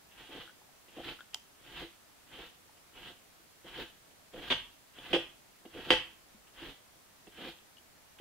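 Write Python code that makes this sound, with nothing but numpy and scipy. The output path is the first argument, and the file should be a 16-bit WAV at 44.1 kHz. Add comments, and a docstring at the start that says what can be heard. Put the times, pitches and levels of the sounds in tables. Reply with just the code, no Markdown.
"""In a small cluttered room, a small stiff brush is dragged in short strokes through craft fur on a thin
board lying on a desk, close to a pair of microphone ports. Fibres slip off the teeth as fine random grains,
the board and desk drone under the pressure as filtered noise, and three times the teeth strike the board.
Lighter taps, ringing clicks and one dry snap lie between; room tails, hiss and a thin tone lie behind."""
import sys
import numpy as np
from scipy import signal
from scipy.fft import rfft, irfft
from scipy.io import wavfile
from scipy.ndimage import uniform_filter1d

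SR = 44100
rng = np.random.default_rng(int(sys.argv[2]) if len(sys.argv) > 2 else 0)


def bounce(signal):
    """Save signal as a 16-bit WAV file at the path given by the first command-line argument."""
    frames = np.transpose(np.atleast_2d(signal))
    limited = np.clip(frames, -1, 1)
    pcm = np.round(limited * 32767).astype(np.int16)
    wavfile.write(sys.argv[1], SR, pcm)


N = 361708

# Microphone hiss and room air. Each row: frequency in Hz, density in dB per Hz before levelling.
HISS_COLOUR = [(12, -31.5), (20, -8.5), (107, -2.5), (137, -6), (260, -4.5), (407, -6), (508, -6.5),
               (653, -5), (840, -7), (1470, -8.5), (15700, -17)]
# Likeness of the hiss at the two ports. Each row: frequency in Hz, likeness from -1 to 1.
HISS_LIKENESS = [(60, 0.44), (180, 0.13), (550, 0.07), (1650, 0.088), (4970, -0.026), (15000, -0.071)]
HISS_LEFT_DB, HISS_RIGHT_DB = -60.5, -59.9
# Faint steady tone. 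Each row: frequency in Hz, level in dB rms.
WHINE_TONES = [(7391, -93)]
# Dying time of the room. Each row: frequency in Hz, time to fall by 60 dB in seconds.
ROOM_T60 = [(150, 0.68), (400, 0.16), (1040, 0.42), (2760, 0.36), (7280, 0.26)]
# Loudness of the room tail. Each row: frequency in Hz, level relative to the direct sound in dB.
ROOM_LEVEL = [(150, -14.5), (500, -9), (1500, -7), (3000, -0.5), (8000, 2.5)]
# Likeness of the room tail at the two ports. Each row: frequency in Hz, likeness from 0 to 1.
ROOM_LIKENESS = [(60, 1), (130, 0.46), (290, 0.92), (640, 0.94), (1410, 0.52), (3100, 0.25), (6820, 0.051),
                 (15000, 0.04)]
# Balance of the port pair. Each row: frequency in Hz, left minus right in dB.
PORT_TILT = [(60, -2.5), (240, -1.0), (950, -0.5), (3770, -1.5), (15000, 1.5)]
# Width of the brushing at the ports. Each row: frequency in Hz, side relative to mid in dB.
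SWISH_WIDTH = [(60, -4), (130, -2), (290, -18.5), (640, -16.5), (1410, -11), (3100, -5), (6820, -2),
               (15000, 1)]
# Width of the hard strikes at the ports. Each row: frequency in Hz, side relative to mid in dB.
STRIKE_WIDTH = [(60, -4.5), (120, -19), (240, -14), (480, -22), (950, -11), (1890, -6), (3770, 0.5),
                (7520, -10), (15000, -1)]

# Resonances of board and brush. Each row: frequency in Hz, width in Hz, lift (or cut, if negative) in dB.
RESONANCES = [(279, 22, 5.5), (335.6, 36, 10.5), (475, 85, 3), (513, 69, 6), (732, 120, 13), (874, 61, 7),
              (1330, 26, 4), (1594, 120, 4), (1980, 140, 3), (2720, 72, 0), (2840, 27, -8),
              (3161, 40, -11.5), (3187, 175, 8), (3233, 127, -3), (3350, 180, -1), (5730, 230, -2.5)]
# Colours before the resonances and levelling. Each row: frequency in Hz, density in dB per Hz.
FIBRE_COLOUR = [(530, -33), (900, -8), (1290, -6), (1700, -4.5), (2250, -6.5), (2800, -1.5), (3350, -0.5),
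                (3800, -25.5), (4600, -27), (7000, -52.5)]
RASP_COLOUR = [(2500, -52), (3500, 5), (4000, -0.5), (4800, -9), (5600, -16), (8300, -26.5), (15500, -20.5)]  # treble of fast fibres
TEETH_COLOUR = [(530, -35.5), (900, -4.5), (1350, -6.5), (1900, -3), (2350, -3.5), (2650, 4.5), (3400, 2),
                (3750, -9), (4400, -15), (5300, -23.5), (5900, -21), (6300, -31), (9000, -34.5),
                (15500, -54)]
STRUCK_BOARD_COLOUR = [(88, -44), (150, -13.5), (276, -6), (512, -2), (670, -12), (840, -21.5), (982, -27),
                       (1200, -20), (1560, -61), (2640, -120)]
PRESSED_BOARD_COLOUR = [(88, -34.5), (150, -3), (257, 0), (394, -0.5), (560, -5), (700, -13.5), (1000, -25),
                        (1200, -14), (1560, -47.5)]  # board under steady pressure
DESK_COLOUR = [(8, -26), (22, 1.5), (50, 6.5), (80, -5.5), (150, 1.5), (200, -10), (300, -36)]
SNAP_SPECTRUM = [(120, -28), (200, -30), (2090, -9), (2470, -15), (3070, 3.5), (4500, -9), (5300, -5),
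                 (7090, -10), (7760, -9), (8820, -25), (12000, -16), (15500, -37)]

# Small pitched clicks among the clutter. Each row: start in seconds, level of the lower tone in dB, its pitch in Hz.
CLUTTER_CLICKS = [(0.477, -48, 1460), (0.495, -51, 1500), (.616, -57.5, 856), (.691, -58.5, 746),
                  (.984, -43, 657), (1.003, -44, 720), (1.191, -47.5, 1399), (1.207, -48.5, 3246),
                  (1.207, -43, 1480), (1.359, -53.5, 886), (2.694, -57.5, 870), (4.988, -50, 3110),
                  (6.347, -56.5, 215), (7.588, -55, 3240), (7.77, -52, 2930), (7.783, -52, 2960)]
CLICK_T60_S, CLICK_T60_SLOPE = 0.059, -0.43  # ring time at 1 kHz; higher clicks die sooner
# Dry, bright snap. Each row: start in seconds, peak of its drive in dB, length to 1/e in seconds.
SNAPS = [(1.3446, -29.5, 0.0026)]
# Light touches of the teeth on the board. Each row: start in seconds, nominal peak in dB, board relative to teeth in dB.
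LIGHT_TAPS = [(0.113, -52, -17), (0.882, -51.5, -1.5), (0.9844, -55, 4), (1.0803, -33.5, -14),
              (1.333, -43, -28), (1.67, -50, -7), (1.771, -40, -11), (1.828, -40.5, -2), (2.387, -51, 8),
              (2.42, -45, -24), (2.768, -59, -11), (2.967, -48.5, -18), (3.395, -59.5, 0),
              (3.6424, -55.5, 3), (3.821, -41, -12), (4.11, -60.5, 3), (4.335, -47, 5), (4.985, -43.5, -3),
              (5.652, -49, 13.5), (5.741, -49, 1), (6.47, -53, -20), (6.647, -54, -10), (7.268, -50.5, -9),
              (8.186, -47, -15)]
TAP_RATTLE_S, TAP_DESK_DB = 0.014, -33  # desk relative to teeth
# Three hard strikes. Each row: start in seconds, nominal peak in dB, board relative to teeth in dB,
# rattle to 1/e in seconds, pitch factor of the struck spot, lift of the colour points above 5 kHz in dB.
HARD_STRIKES = [(4.5027, -19.5, -5.5, 0.031, 1.064, -0.5), (5.13, -20, -1, 0.033, 0.99, 2.5),
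                (5.9037, -15, -5, 0.028, .99, 5.5)]
STRIKE_DESK_DB = -22  # relative to teeth
# Brush strokes. Each row: touch in seconds, then lengths of entry, pull and lift-off in seconds,
# fibres after entry in dB, fibres at the end of the pull in dB, desk relative to fibres in dB.
BRUSH_STROKES = [(0.098, 0.089, 0.038, 0.11, -57, -57, -11), (0.268, .065, 0.051, 0.13, -52, -52, -10),
                 (0.862, .1, 0.12, 0.083, -58.5, -46.5, -9), (1.558, 0.12, 0.12, 0.081, -58, -47.5, -10),
                 (2.268, 0.067, 0.099, 0.083, -53, -53, -11), (2.918, .04, .11, 0.075, -57.5, -51, -9),
                 (3.635, 0.027, 0.014, 0.056, -54, -53.5, -15),
                 (3.69, 0.039, 0.077, 0.043, -52.5, -43.5, -12),
                 (4.318, 0.045, 0.141, .035, -54.5, -46.5, -12),
                 (4.928, 0.05, 0.18, 0.041, -57, -48.5, -10),
                 (5.688, 0.062, 0.17, 0.047, -53.5, -47.5, -11), (6.535, 0.041, 0.11, 0.067, -53, -50, -11),
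                 (7.308, 0.089, 0.072, 0.072, -51.5, -49, -13)]
TOUCH_DB = -18.5  # fibres at touch, relative to the end of the entry
LIFT_DB, LIFT_BEND = -33, 2.14  # fibres at the end, relative to the top; the fall starts slowly
RASP_DB, RASP_RISE_DB = -15, 11  # rasp relative to fibres at touch, and its rise over the stroke
# The hand leans on the brush. Each row: start in seconds, length to the middle of the fall in seconds, board in dB.
HAND_PRESSES = [(0.196, 0.035, -59.5), (0.283, 0.084, -55.5), (0.343, 0.07, -55), (0.961, 0.054, -48),
                (1.044, 0.086, -49.5), (1.655, 0.04, -61), (1.807, 0.045, -47), (2.37, 0.059, -51.5),
                (2.95, .04, -65), (3.079, 0.048, -56.5), (3.639, 0.043, -52), (3.774, 0.065, -44),
                (4.329, 0.087, -46.5), (4.416, 0.05, -56), (5.097, 0.067, -48), (5.744, 0.072, -47),
                (5.848, 0.11, -48), (6.61, 0.093, -51.5), (7.263, 0.028, -51), (7.374, 0.13, -49.5),
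                (8.191, .03, -47.5)]
PRESS_RISE_S, PRESS_FALL_S = 0.009, 0.034
BOARD_DB, PRESS_DESK_DB = -8, -14.5  # board relative to fibres; desk relative to a press
EDGE_HZ = 15750


def amp(db):
    """Decibels to gain."""
    return 10 ** (np.asarray(db) / 20)


def evened(x):
    """Scales to rms 1."""
    return x / np.sqrt(np.mean(x ** 2) + 1e-20)


def read(points, hz):
    """Reads a table along log frequency."""
    f, value = np.transpose(points)
    return np.interp(np.log(hz + 1), np.log(f + 1), value)


def coloured(drive, spectrum, size=16384):
    """Passes a drive through the causal response with this spectrum and the resonances of board and brush."""
    hz = abs(np.fft.fftfreq(size, 1 / SR))
    db = read(spectrum, hz)
    for centre_hz, width_hz, lift_db in RESONANCES:
        db = db + lift_db / (1 + (2 * (hz - centre_hz) / width_hz) ** 2)
    log_gain = np.log(np.maximum(amp(db), 1e-5))
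    phase = -signal.hilbert(log_gain).imag  # minimum phase: the response starts at once
    response = np.fft.ifft(np.exp(log_gain + 1j * phase)).real[:size // 2]
    return signal.oaconvolve(drive, response / np.linalg.norm(response))[:N]


def pair(frames, bins, same):
    """Random short-time spectra for two ports that are alike by the share same."""
    a, b, c, d = rng.standard_normal((frames, bins, 4)).T
    same = np.clip(same, -1, 1)[:, None]
    left, other = a + 1j * b, c + 1j * d
    return np.array([left, same * left + np.sqrt(1 - same ** 2) * other])


def grains(per_s, spread_db):
    """Clicks of random sign at random moments; a few are large."""
    present = rng.random(N) < per_s / SR
    size = np.minimum(rng.exponential(1, N), 5)
    return evened(present * random_signs() * amp(spread_db * size))


def random_signs():
    """White noise that only flips between -1 and 1."""
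    return rng.choice([-1., 1.], N)


def lumps(size, depth_db):
    """A random gain of rms 1 that wanders over about size samples."""
    wander = uniform_filter1d(uniform_filter1d(rng.standard_normal(N), size), size)
    return evened(amp(depth_db * evened(wander)))


def hiss():
    """Microphone hiss and room air: shaped noise with faint patches drifting in time and frequency."""
    frames, hz = N // 256 + 5, np.fft.rfftfreq(1024, 1 / SR)
    patches = rng.standard_normal((frames, len(hz))).T
    patches = evened(uniform_filter1d(uniform_filter1d(patches, 14, 0), 12, 1))
    spectra = pair(frames, len(hz), read(HISS_LIKENESS, hz))
    spectra = spectra * amp(read(HISS_COLOUR, hz)[:, None] + 0.55 * patches)
    noise = signal.istft(spectra, nperseg=1024, noverlap=768)[1][:, :N]
    return amp([[HISS_LEFT_DB], [HISS_RIGHT_DB]]) * evened(noise)


def whine():
    """A thin steady sine behind the hiss, equal at both ports."""
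    t = np.arange(N) / SR
    return sum(amp(db) * np.sqrt(2) * np.sin(2 * np.pi * hz * t) for hz, db in WHINE_TONES)


def room(x, count=4):
    """Noise tails dying band by band; several random tails fade into one another in a steady cycle."""
    hz, t, out = np.fft.rfftfreq(256, 1 / SR), np.arange(420) * 64 / SR, np.zeros((2, N))
    t60 = read(ROOM_T60, hz)[:, None]
    decay = amp(read(ROOM_LEVEL, hz)[:, None] - 60 * t / t60)
    decay /= np.sqrt(t60 * SR / np.log(1e6))  # the table alone sets the energy of the tail
    tilt = amp(read(PORT_TILT, hz)[:, None] * np.array([[[.5]], [[-.5]]]))
    for k in range(count):
        spectra = pair(len(t), len(hz), read(ROOM_LIKENESS, hz))
        gauge = np.std(signal.istft(spectra, nperseg=256, noverlap=192)[1])
        tail = signal.istft(spectra * decay * tilt, nperseg=256, noverlap=192)[1] / gauge
        tail *= np.minimum(np.arange(tail.shape[1]) / SR / 0.0034, 1)  # reflections need a moment to arrive
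        share = np.sqrt(2 / count) * np.cos(np.pi * (4.3 * np.arange(N) / SR + k / count))
        out += signal.oaconvolve((x * share)[None], tail, axes=1)[:, :N]
    return out


def ports(ends, side):
    """The spaced ports share a mid; the side, set by frequency, is added at the left and taken off at the right."""
    hz = np.fft.rfftfreq(N, 1 / SR)
    mid, apart = rfft(ends)
    apart = apart * amp(read(side, hz))
    step = amp(read(PORT_TILT, hz) / 2)
    return irfft(np.array([(mid + apart) * step, (mid - apart) / step]), N)


def clicks():
    """Each click is a damped pair of close tones."""
    out, t = np.zeros(N + SR), np.arange(SR // 5) / SR
    for s, level_db, hz in CLUTTER_CLICKS:
        t60 = CLICK_T60_S * (hz / 1000) ** CLICK_T60_SLOPE
        tones = np.sin(2 * np.pi * hz * t) + 0.52 * np.sin(2 * np.pi * 1.09 * hz * t)
        out[round(s * SR):][:len(t)] += amp(level_db - 60 * t / t60) * tones
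    return out[:N]


def snap():
    """A dry snap is a coloured noise burst of a few milliseconds."""
    burst, t = np.zeros(N + SR), np.arange(SR // 5) / SR
    for s, peak_db, length_s in SNAPS:
        burst[round(s * SR):][:len(t)] += amp(peak_db) * np.exp(-(t / length_s) ** 2)
    return np.array([coloured(burst[:N] * random_signs(), SNAP_SPECTRUM) for end in "ab"])


def taps(table, teeth_colour, board_colour, desk_db, rattle_s, crest_db, edge):
    """The teeth land one after another and bounce on the board for a moment; edge sets how abruptly that ends."""
    effort, t = np.zeros((3, N + SR)), np.arange(SR // 4) / SR
    bounces = lumps(size=45, depth_db=4.0)
    shape = np.exp(-(t / rattle_s) ** edge)
    for s, peak_db, board_db in table:
        at = round(s * SR)
        bumpy = shape * np.resize(bounces[at:], len(t))
        bumpy *= np.linalg.norm(shape) / np.linalg.norm(bumpy)  # bounces share out the energy of the blow
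        levels = peak_db - crest_db + np.array([[0], [board_db], [desk_db]])
        effort[:, at:at + len(t)] += amp(levels) * bumpy
    teeth, board, desk = effort[:, :N]
    ends = [coloured(teeth * grains(per_s=7700.0, spread_db=2.5), teeth_colour)
            + coloured(board * random_signs(), board_colour) for end in "ab"]
    return np.array(ends), desk


def strikes():
    """Each hard blow lands on another spot, which shifts its colour and sets its treble; the desk sways on."""
    sound, desk = np.zeros((2, N)), np.zeros(N)
    for s, peak_db, board_db, rattle_s, factor, lift_db in HARD_STRIKES:
        colour = [(hz * factor, db + lift_db * (hz > 5000)) for hz, db in TEETH_COLOUR]
        ends, thump = taps([(s, peak_db, board_db)], colour, STRUCK_BOARD_COLOUR, STRIKE_DESK_DB,
                           rattle_s, crest_db=8.0, edge=3.2)
        sound, desk = sound + ends, desk + thump
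    sway = signal.lfilter([1], [1, -np.exp(-1 / (0.028 * SR))], desk ** 2)  # energy dies over 28 ms
    return sound, np.sqrt(sway / (0.024 * SR))


def drag():
    """The hand's effort: fibres enter, swell through the pull and fall away; presses load board and desk."""
    t, (fibres, rasp, desk, press) = np.arange(N) / SR, np.zeros((4, N))
    for touch, entry_s, pull_s, lift_s, entry_db, top_db, desk_db in BRUSH_STROKES:
        u = np.arange(0, entry_s + pull_s + lift_s, 1 / SR)
        on = slice(round(touch * SR), round(touch * SR) + len(u))
        db = np.interp(u, [0, entry_s, entry_s + pull_s], [entry_db + TOUCH_DB, entry_db, top_db])
        db += LIFT_DB * np.clip((u - entry_s - pull_s) / lift_s, 0, 1) ** LIFT_BEND
        fibres[on] += amp(db)
        desk[on] += amp(db + desk_db)
        rasp[on] += amp(db + RASP_DB + RASP_RISE_DB * u / u[-1])  # faster fibres rasp brighter
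    for s, length_s, board_db in HAND_PRESSES:
        rise = (t - s) / PRESS_RISE_S
        fall = (s + length_s + PRESS_FALL_S / 2 - t) / PRESS_FALL_S
        press += amp(board_db) * np.clip(np.minimum(rise, fall), 0, 1) ** 2
    board = np.hypot(amp(BOARD_DB) * fibres, press)
    return np.array([fibres, rasp, board, np.hypot(desk, amp(PRESS_DESK_DB) * press)])


def strokes():
    """Slipping fibres drive brush, board and desk; snags make the drag uneven. Two ends of the brush sound."""
    effort = drag()
    fibres, rasp = effort[:2] * lumps(size=500, depth_db=1.75)
    board, desk = effort[2:] * lumps(size=250, depth_db=1.5)
    ends = [coloured(fibres * grains(per_s=5000., spread_db=1.0), FIBRE_COLOUR)
            + coloured(rasp * grains(per_s=5800.0, spread_db=1.0), RASP_COLOUR)
            + coloured(board * grains(per_s=4000., spread_db=2.5), PRESSED_BOARD_COLOUR) for end in "ab"]
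    return np.array(ends), desk


def scene():
    """Brush sounds in the room; the desk carries its low shake straight to the microphone."""
    (swish, rub), (strike, thump), ticks = strokes(), strikes(), clicks() + snap()
    touch, nudge = taps(LIGHT_TAPS, TEETH_COLOUR, PRESSED_BOARD_COLOUR, TAP_DESK_DB, TAP_RATTLE_S,
                        crest_db=9.0, edge=3.1)
    desk = rub + nudge + thump
    shake = [coloured(desk * rng.standard_normal(N), DESK_COLOUR) for end in "ab"]
    brushing = swish + touch + ticks + shake * amp([[0], [-3.]])
    direct = ports(brushing, SWISH_WIDTH) + ports(strike, STRIKE_WIDTH)
    into_room = swish[0] + touch[0] + strike[0] + amp(-12.0) * ticks[0]
    return direct + room(into_room) + hiss() + whine()


def record(dry):
    """The recorder's band limit: a steep low-pass filter."""
    low_pass = signal.firwin(511, EDGE_HZ, window=("kaiser", 9), fs=SR)
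    return signal.oaconvolve(dry, low_pass[None], "same")


dry = scene()
out = record(dry)
bounce(out)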